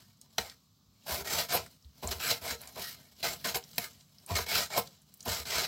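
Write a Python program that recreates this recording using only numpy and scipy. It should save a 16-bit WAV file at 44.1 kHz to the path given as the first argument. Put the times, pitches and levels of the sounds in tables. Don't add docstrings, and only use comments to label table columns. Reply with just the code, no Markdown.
import sys
import numpy as np
from scipy import signal
from scipy.fft import rfft, irfft, next_fast_len
from scipy.io import wavfile
from scipy.ndimage import map_coordinates

SR = 44100
rng = np.random.default_rng(int(sys.argv[2]) if len(sys.argv) > 2 else 0)


def materialize(psi):
    bounded = np.clip(np.atleast_2d(psi).T, -1, 1)
    quanta = np.round(bounded * 32767).astype(np.int16)
    wavfile.write(sys.argv[1], SR, quanta)


def gain_from_db(level_db):
    decades = np.asarray(level_db, float) / 20
    return 10 ** decades


N = 250047

DULL_DB, KEEN_DB, RING_DB, COUNTER_DB = -4, -5.5, -11.5, -12.5


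def unit(x):
    return x / np.sqrt(np.mean(x ** 2) + 1e-20)


def unit_gain(h):
    return h / np.sqrt(np.mean(np.abs(h) ** 2))


def along(points, hz):
    f, v = np.transpose(points)
    return np.interp(np.log(hz + 1), np.log(f + 1), v)


def wobble(rate):
    knots = rng.standard_normal(int(N * rate / SR) + 4)
    return map_coordinates(knots, [np.arange(N) * rate / SR])


def filtered(x, response):
    m = next_fast_len(N + SR // 2)
    return irfft(rfft(x, m) * response(np.fft.rfftfreq(m, 1 / SR)), m)[:N]


def modes(table):
    def response(f):
        total = 0
        for k, (centre, width, db) in enumerate(table):
            resonance = 1j * f * width / (centre * centre - f * f + 1j * f * width)
            total = total + (-1) ** k * gain_from_db(db) * resonance
        return unit_gain(total)
    return response


def colour(spectrum):
    return lambda hz: unit_gain(gain_from_db(along(spectrum, hz)))


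def shifting(drive, table):
    power = np.array([width * gain_from_db(db) ** 2 for _, width, db in table])
    share = np.sqrt(power / power.sum())
    out = np.zeros(N)
    for k, mode in enumerate(table):
        gain = gain_from_db(2.5 * wobble(22))
        out += (-1) ** k * share[k] * filtered(gain * drive, modes([mode]))
    return out


def burst(level_db, t60):
    t = np.arange(SR // 8) / SR
    tail = gain_from_db(-60 * t / t60) * (1 - np.exp(-t / 0.00054))
    click = 1.43 * gain_from_db(-60 * t / 0.0037)
    hit = (tail + click) * rng.standard_normal(len(t))
    hit[0] = 3.05
    return gain_from_db(level_db) * hit


def knife():
    drive = np.zeros((7, N + SR))
    drive[:, :N] = sawing()
    add_blows(drive)
    add_swipes(drive)
    add_landings(drive)
    scrape, board, faces, dull, keen, free, shake = drive[:, :N]
    return edge_on_wood(scrape, keen) + board_ring(board, dull) + blade_ring(free, faces), shake


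def sawing():
    scrape, board, blade = strokes()
    shares = [scrape, board, blade, gain_from_db(DULL_DB) * scrape, gain_from_db(KEEN_DB) * scrape,
              gain_from_db(RING_DB) * blade, gain_from_db(COUNTER_DB) * board]
    shuffle = gain_from_db(shuffle_level() + 0.77 * wobble(15))
    grain = friction(catch_db=1.43, judder_db=0.78)
    drives = []
    for share, db in zip(shares, SHUFFLE_SHARES):
        pressure = np.hypot(share, gain_from_db(db) * shuffle)
        drives.append(grain * gain_from_db(0.95 * wobble(15)) * pressure * rng.standard_normal(N))
    return np.array(drives)


# (start [s], fastest [s], end [s], scrape level [dB],
# easing off after the fastest [dB], board share [dB], blade share [dB])
BLADE_STROKES = [(0.376, 0.393, 0.55, -46.5, 14, -4, -5.5), (1.05, 1.15, 1.233, -38.5, 8.5, -0.5, -1.5),
                 (1.244, 1.407, 1.484, -32, 25.5, -4.5, -3.5),
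                 (1.483, 1.557, 1.663, -31.5, 35.5, -1.5, -7.5), (2.023, 2.033, 2.2, -48, 4, 2, 0.5),
                 (2.105, 2.117, 2.176, -35.5, 25, -4.5, -5.5), (2.191, 2.313, 2.408, -31, 26, -8, -4.5),
                 (2.408, 2.511, 2.577, -37, 20, -3, -4.5), (2.598, 2.626, 2.73, -54.5, 8.5, -1.5, -1.5),
                 (2.756, 2.845, 2.965, -42.5, 12.5, -14, -2), (3.223, 3.249, 3.37, -34, 12, -4, -3.5),
                 (3.44, 3.452, 3.54, -34, 11, -3, -3), (3.537, 3.554, 3.617, -35.5, 35, -2.5, -3),
                 (3.766, 3.831, 3.89, -42, 10, -8, -0.5), (4.268, 4.33, 4.365, -43.5, 1, 0.5, -1.5),
                 (4.349, 4.355, 4.447, -33.5, 7.5, -6, -4.5), (4.458, 4.585, 4.68, -31, 16.5, -7, -4),
                 (4.699, 4.752, 4.8, -38.5, -9, -4.5, -8), (4.758, 4.779, 4.87, -33.5, 34.5, -6, -3.5),
                 (5.245, 5.316, 5.44, -35.5, 7, -5.5, -5), (5.451, 5.589, 5.674, -30.5, 10, -6.5, -7.5)]
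BITE_DB = 4
RISE_POWER, FACE_POWER, STOP_S = 1.28, 0.95, 0.035
GRIP, GRIP_S, TURN_S = 0.14, 0.005, 0.03


def strokes():
    t, out, last_end = np.arange(N) / SR, np.zeros((3, N)), 0
    for start, fastest, end, db, ease_db, board_db, blade_db in BLADE_STROKES:
        rise = np.clip((t - start) / (fastest - start), 0, 1)
        late = np.clip((t - fastest) / (end - fastest), 0, 1)
        grip = GRIP * (start - last_end < TURN_S)
        swell = grip * np.clip((t - start) / GRIP_S, 0, 1)
        swell += (1 - grip) * np.sin(np.pi / 2 * rise) ** RISE_POWER
        halt = np.sqrt(np.clip((end - t) / STOP_S, 0, 1))
        speed = swell * gain_from_db(-ease_db * late) * halt
        bite_db = BITE_DB * (.5 - np.clip((t - start) / (end - start), 0, 1))
        on_board = gain_from_db(board_db + bite_db) * speed
        on_blade = gain_from_db(blade_db) * speed ** FACE_POWER
        out += (gain_from_db(db) * np.array([speed, on_board, on_blade])) ** 2
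        last_end = end
    return np.sqrt(out)


SHUFFLE_SHARES = [-1, -11, -5, -11.5, -6.5, -16.5, -5]
# (time [s], level [dB])
SHUFFLE_LEVELS = [(0, -59.5), (0.13, -72), (0.205, -76), (0.22, -64.5), (0.29, -74), (0.34, -66),
                  (0.54, -66), (0.62, -77), (0.85, -82), (1.02, -67.5), (1.05, -62), (1.66, -58),
                  (1.78, -72.5), (1.85, -66.5), (1.92, -74.5), (2.0, -59), (3.0, -59.5), (3.15, -68.5),
                  (3.21, -54.5), (3.41, -54), (3.62, -62), (3.76, -59.5), (3.9, -57), (3.96, -63.5),
                  (4.1, -70), (4.27, -62), (4.88, -58.5), (5.04, -70), (5.17, -68.5), (5.24, -59),
                  (5.67, -56)]


def shuffle_level():
    time, level = np.transpose(SHUFFLE_LEVELS)
    return np.interp(np.arange(N) / SR, time, level)


def friction(catch_db, judder_db):
    snags = (rng.random(N) < 90 / SR) * .9 * rng.random(N)
    snags = signal.fftconvolve(snags, np.exp(-np.arange(800) / SR / 0.0032))[:N]
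    roughness_db = catch_db * wobble(700) + judder_db * wobble(35) + 1.18 * wobble(90)
    return unit(gain_from_db(roughness_db) * (1 + snags))


# (time [s], contact level [dB], knock share [dB], blade share [dB], t60 [s])
BOARD_BLOWS = [(0.3825, -22.5, -2.5, -10.5, 0.031), (1.2457, -48, 1, -6, .035),
               (2.0328, -45, 13, -12, 0.023), (2.0727, -40, 2.5, -5, 0.018), (2.0896, -41, -4, -12, 0.027),
               (2.112, -33, -6, -6, .044), (2.2004, -37.5, -1, -12, 0.045), (2.7566, -50, 6, -8, .035),
               (2.7744, -48, 9, -9, .028), (3.2293, -34, -9, -12.5, 0.031),
               (3.4456, -33.5, -13, -15, 0.037), (3.5458, -30.5, -3.5, -9, .047),
               (3.5699, -34.5, -3, -10, 0.021), (3.7815, -26, -0.5, 6, .022),
               (4.3071, -41, 9, -14.5, 0.039), (4.3548, -29, -10, -17, 0.041),
               (4.3894, -41.5, 13.5, -13, 0.027), (4.4648, -39.5, -1, -8, .035),
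               (4.7035, -45.5, 1, -12, 0.058), (4.7775, -26.5, 1.5, -16, 0.041),
               (5.2563, -47, -11, 7, 0.027), (5.2614, -47, 15, -9, .029), (5.4538, -41, 2, -20, 0.035)]


def add_blows(drive):
    for s, db, knock_db, ring_db, t60 in BOARD_BLOWS:
        hit = burst(db, t60)
        shares_db = [[0], [knock_db], [ring_db], [-6], [-8.5], [ring_db + RING_DB], [knock_db - 10.5]]
        drive[:, round(s * SR):][:, :len(hit)] += gain_from_db(shares_db) * hit


# (start [s], length [s], ring level [dB], board level [dB])
SIDEWAYS_DRAGS = [(1.514, 0.063, -29, -28), (3.544, 0.04, -35, -36), (4.764, 0.038, -30.5, -30.5)]


def add_swipes(drive):
    for s, length, ring_db, drum_db in SIDEWAYS_DRAGS:
        drag = np.hanning(round(length * SR))
        drag = drag * rng.standard_normal(len(drag))
        drive[5, round(s * SR):][:len(drag)] += gain_from_db(ring_db) * drag
        drive[1, round(s * SR):][:len(drag)] += gain_from_db(drum_db) * drag


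# (start [s], length [s], board level [dB])
FLAT_LANDINGS = [(2.025, 0.043, -36), (2.76, 0.083, -42.5), (3.231, 0.045, -38), (4.293, 0.075, -38.5),
                 (5.259, 0.044, -34.5)]


def add_landings(drive):
    for s, length, drum_db in FLAT_LANDINGS:
        press = np.sin(np.pi * np.linspace(0, 1, round(length * SR)) ** .5)
        press = press * rng.standard_normal(len(press))
        start = round(s * SR)
        drive[[1, 6], start:start + len(press)] += gain_from_db([[drum_db], [drum_db + COUNTER_DB]]) * press


# (centre [Hz], width [Hz], relative level [dB])
EDGE_MODES = [(2915, 66, -7.5), (3526, 80, 3), (3996, 78, 7.5), (4084, 162, 14), (4670, 170, -10.5),
              (4850, 130, -2), (5233, 360, -10), (5600, 120, 2)]
# (frequency [Hz], relative density [dB per Hz])
RASP_SPECTRUM = [(2000, -23.5), (2900, -2.5), (4300, 1.5), (5700, 0.5), (6500, -27.5), (8500, -27.5)]
# (centre [Hz], width [Hz], relative level [dB])
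KEEN_MODES = [(6120, 102, -1), (6690, 164, -3.5), (6960, 210, -7), (7260, 260, -3), (7750, 260, -4),
              (8225, 360, -6)]


def edge_on_wood(scrape, keen):
    ring = gain_from_db(-4.0) * shifting(scrape, EDGE_MODES)
    rasp = gain_from_db(-2.0) * filtered(scrape, colour(RASP_SPECTRUM))
    return ring + rasp + gain_from_db(-0.23) * shifting(keen, KEEN_MODES)


# (centre [Hz], width [Hz], relative level [dB])
BOARD_MODES = [(408.4, 56.5, -1.5), (470.8, 24.5, 4), (660, 91.5, 4.5), (717, 39.7, 6), (735, 83, 0),
               (925, 41, 5), (937, 92, 3), (1043, 148, -2.5)]
# (centre [Hz], width [Hz], relative level [dB])
DULL_MODES = [(1230, 47, -1.5), (1330, 105, -1), (1573, 247, -2), (1890, 64, 0), (2085, 65, -0.5),
              (2247, 162, 1), (2458, 380, -4)]


def board_ring(board, dull):
    return gain_from_db(1.38) * shifting(board, BOARD_MODES) + gain_from_db(1.07) * shifting(dull, DULL_MODES)


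# (centre [Hz], width [Hz], relative level [dB])
BLADE_MODES = [(9000, 150, -9), (10700, 120, -8), (11600, 80, -4), (12400, 70, -4), (12900, 35, 4),
               (13250, 80, -1), (13700, 80, -1), (14400, 40, 3), (15100, 70, -1)]
# (frequency [Hz], relative density [dB per Hz])
FACE_HISS = [(7500, -18), (8800, -10), (10200, -4), (11500, -2), (13500, 0.5), (15800, -4)]


def blade_ring(free, faces):
    return filtered(free, modes(BLADE_MODES)) + gain_from_db(-0.5) * filtered(faces, colour(FACE_HISS))


# (time [s], level [dB], centre [Hz], width [share of centre])
MEAT_TICKS = [(0.214, -46.5, 6620, .8), (0.498, -42.5, 4480, 0.76), (1.6618, -44.5, 1580, .6),
              (1.663, -49, 5960, 1.4), (1.712, -60, 9000, 0.93), (1.8463, -58, 3700, 0.21),
              (2.074, -31.5, 7500, 0.28), (2.616, -42, 11100, 1), (2.635, -48, 3180, 1),
              (2.674, -42, 6500, 1), (3.6274, -52.5, 3540, 0.77), (3.6391, -45.5, 4800, 0.52),
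              (3.691, -55, 5630, 0.54), (3.713, -52, 5600, .7), (3.716, -55, 14500, .3),
              (3.732, -54, 4000, 1), (3.7595, -47, 13900, 0.43), (4.0087, -52, 3800, 0.84),
              (4.184, -53, 5100, 0.19), (4.263, -43, 9600, .73), (4.8735, -44.5, 4470, .78),
              (5.0188, -59.5, 8800, 0.54), (5.14, -45.5, 12300, 1.3), (5.1733, -54, 14800, .5),
              (5.2062, -43, 5500, 0.65), (5.228, -47, 7000, .4)]


def meat():
    out, shuffle_db = np.zeros(N + SR), shuffle_level()
    faint = []
    for u, v, w in rng.random((40, 3)):
        level_db = shuffle_db[int(u * N)] + 2 + 10 * (v - .5)
        faint.append((u * N / SR, level_db, 3000 * 4 ** w, 0.5))
    for s, db, hz, width in MEAT_TICKS + faint:
        snap = burst(db, t60=0.026)
        f = np.fft.rfftfreq(len(snap), 1 / SR)
        steep = unit_gain(modes([(hz, width * hz, 0)])(f) ** 2)
        snap = irfft(rfft(snap) * steep, len(snap))
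        out[round(s * SR):][:len(snap)] += snap
    return out[:N]


# (time [s], level [dB], pitch [Hz])
ROCKING_THUDS = [(0.399, -44, 68), (0.869, -57, 59), (1.114, -31.5, 74), (1.199, -39, 69), (1.342, -37, 87),
                 (1.53, -36, 85), (1.598, -42.5, 98), (1.847, -38, 70.0), (2.041, -29, 69.5),
                 (2.077, -25, 68), (2.148, -33, 75), (2.3, -37, 116), (2.417, -40, 86), (2.508, -39, 69),
                 (3.259, -43, 55), (3.785, -47, 109), (4.308, -23, 93), (4.339, -27, 74),
                 (4.399, -30, 75.4), (4.539, -40, 105), (4.786, -40, 114), (5.271, -26.5, 91.48),
                 (5.285, -30, 70), (5.391, -36, 74.63), (5.469, -43, 86.7), (5.555, -36, 64.4)]


def thuds():
    out, t = np.zeros(N + SR), np.arange(SR // 2) / SR
    onset = (1 - np.exp(-t / 0.0066)) ** 2
    for s, db, hz in ROCKING_THUDS:
        decay = gain_from_db(db - 60 * t / 0.17)
        out[round(s * SR):][:len(t)] += decay * onset * np.sin(2 * np.pi * hz * t)
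    return out[:N]


# (centre [Hz], width [Hz], relative level [dB])
COUNTER_MODES = [(144.5, 54, -1), (200.7, 25, 2), (242, 82, -2.5), (281, 47, -5)]
# (centre [Hz], width [Hz], relative level [dB])
SWAY_MODES = [(70, 22, 2.5), (105, 32.5, -3.5)]


def counter(shake):
    tremble = gain_from_db(-75 + 1.7 * wobble(40) + 0.83 * wobble(5.6)) * rng.standard_normal(N)
    ring = filtered(shake + tremble, modes(COUNTER_MODES))
    board_push = shake / gain_from_db(COUNTER_DB)
    sway = gain_from_db(-17.5) * filtered(board_push, lambda hz: unit_gain(modes(SWAY_MODES)(hz) ** 2))
    return ring + sway


# (frequency [Hz], t60 [s])
KITCHEN_DECAY = [(200, 0.27), (2000, 0.16), (10000, 0.15)]


def kitchen(x):
    hz, t, z = signal.stft(rng.standard_normal(SR // 2), SR, nperseg=256)
    decay = gain_from_db(-60 * t / along(KITCHEN_DECAY, hz)[:, None])
    tail = signal.istft(z * decay, SR, nperseg=256)[1]
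    delayed = np.pad(x, (200, 0))
    return signal.fftconvolve(delayed, tail / np.linalg.norm(tail))[:N]


# (centre [Hz], width [Hz], relative level [dB])
HUM_MODES = [(63, 10, -6), (101.8, 6.2, 1.5), (148.7, 3, 5), (187, 10, -7.5), (219.4, 17, -4.5),
             (299, 30, -20.5)]
# (centre [Hz], width [Hz], relative level [dB])
WHINE_MODES = [(1120, 12, -2.5), (1060, 40, -18)]


def fridge():
    hum = filtered(rng.standard_normal(N), lambda hz: modes(HUM_MODES)(hz) / (1 + (hz / 330) ** 6))
    whine = filtered(rng.standard_normal(N), modes(WHINE_MODES))
    return gain_from_db(-70 + 1.5 * wobble(1.7)) * hum + gain_from_db(-94 + 2.5 * wobble(2.5)) * whine


# (frequency [Hz], relative density [dB per Hz])
AIR_SPECTRUM = [(200, -17), (330, -3.5), (500, -19), (900, -10), (1200, -3), (1700, -22), (2700, -16),
                (3900, -3.5), (5100, -5), (7600, -11), (9300, -23), (12000, -15), (15800, -12.5)]


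def air():
    return gain_from_db(-73.0 + 0.37 * wobble(4.83)) * filtered(rng.standard_normal(N), colour(AIR_SPECTRUM))


# (frequency [Hz], relative density [dB per Hz])
SPREAD_SPECTRUM = [(300, -29), (3000, -13.5), (6000, -6.5), (9000, -7), (15800, -3.5)]


def side_hiss():
    return gain_from_db(-80 + 2.5 * wobble(3)) * filtered(rng.standard_normal(N), colour(SPREAD_SPECTRUM))


def scene():
    blade, shake = knife()
    near = blade + meat()
    mid = near + gain_from_db(-12.5) * kitchen(near) + thuds() + counter(shake) + fridge() + air()
    side = side_hiss()
    return np.array([mid + side, mid - side])


def band_limit(x):
    return signal.sosfilt(signal.butter(12, 16490, fs=SR, output="sos"), x)


def record(dry):
    def microphone(hz):
        bass = 1j * hz / 50
        return (hz < 15880) * bass ** 2 / (1 + 1.4 * bass + bass ** 2)
    mix = np.array([filtered(x, microphone) for x in dry])
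    return band_limit(mix)


dry = scene()
out = record(dry)
materialize(out)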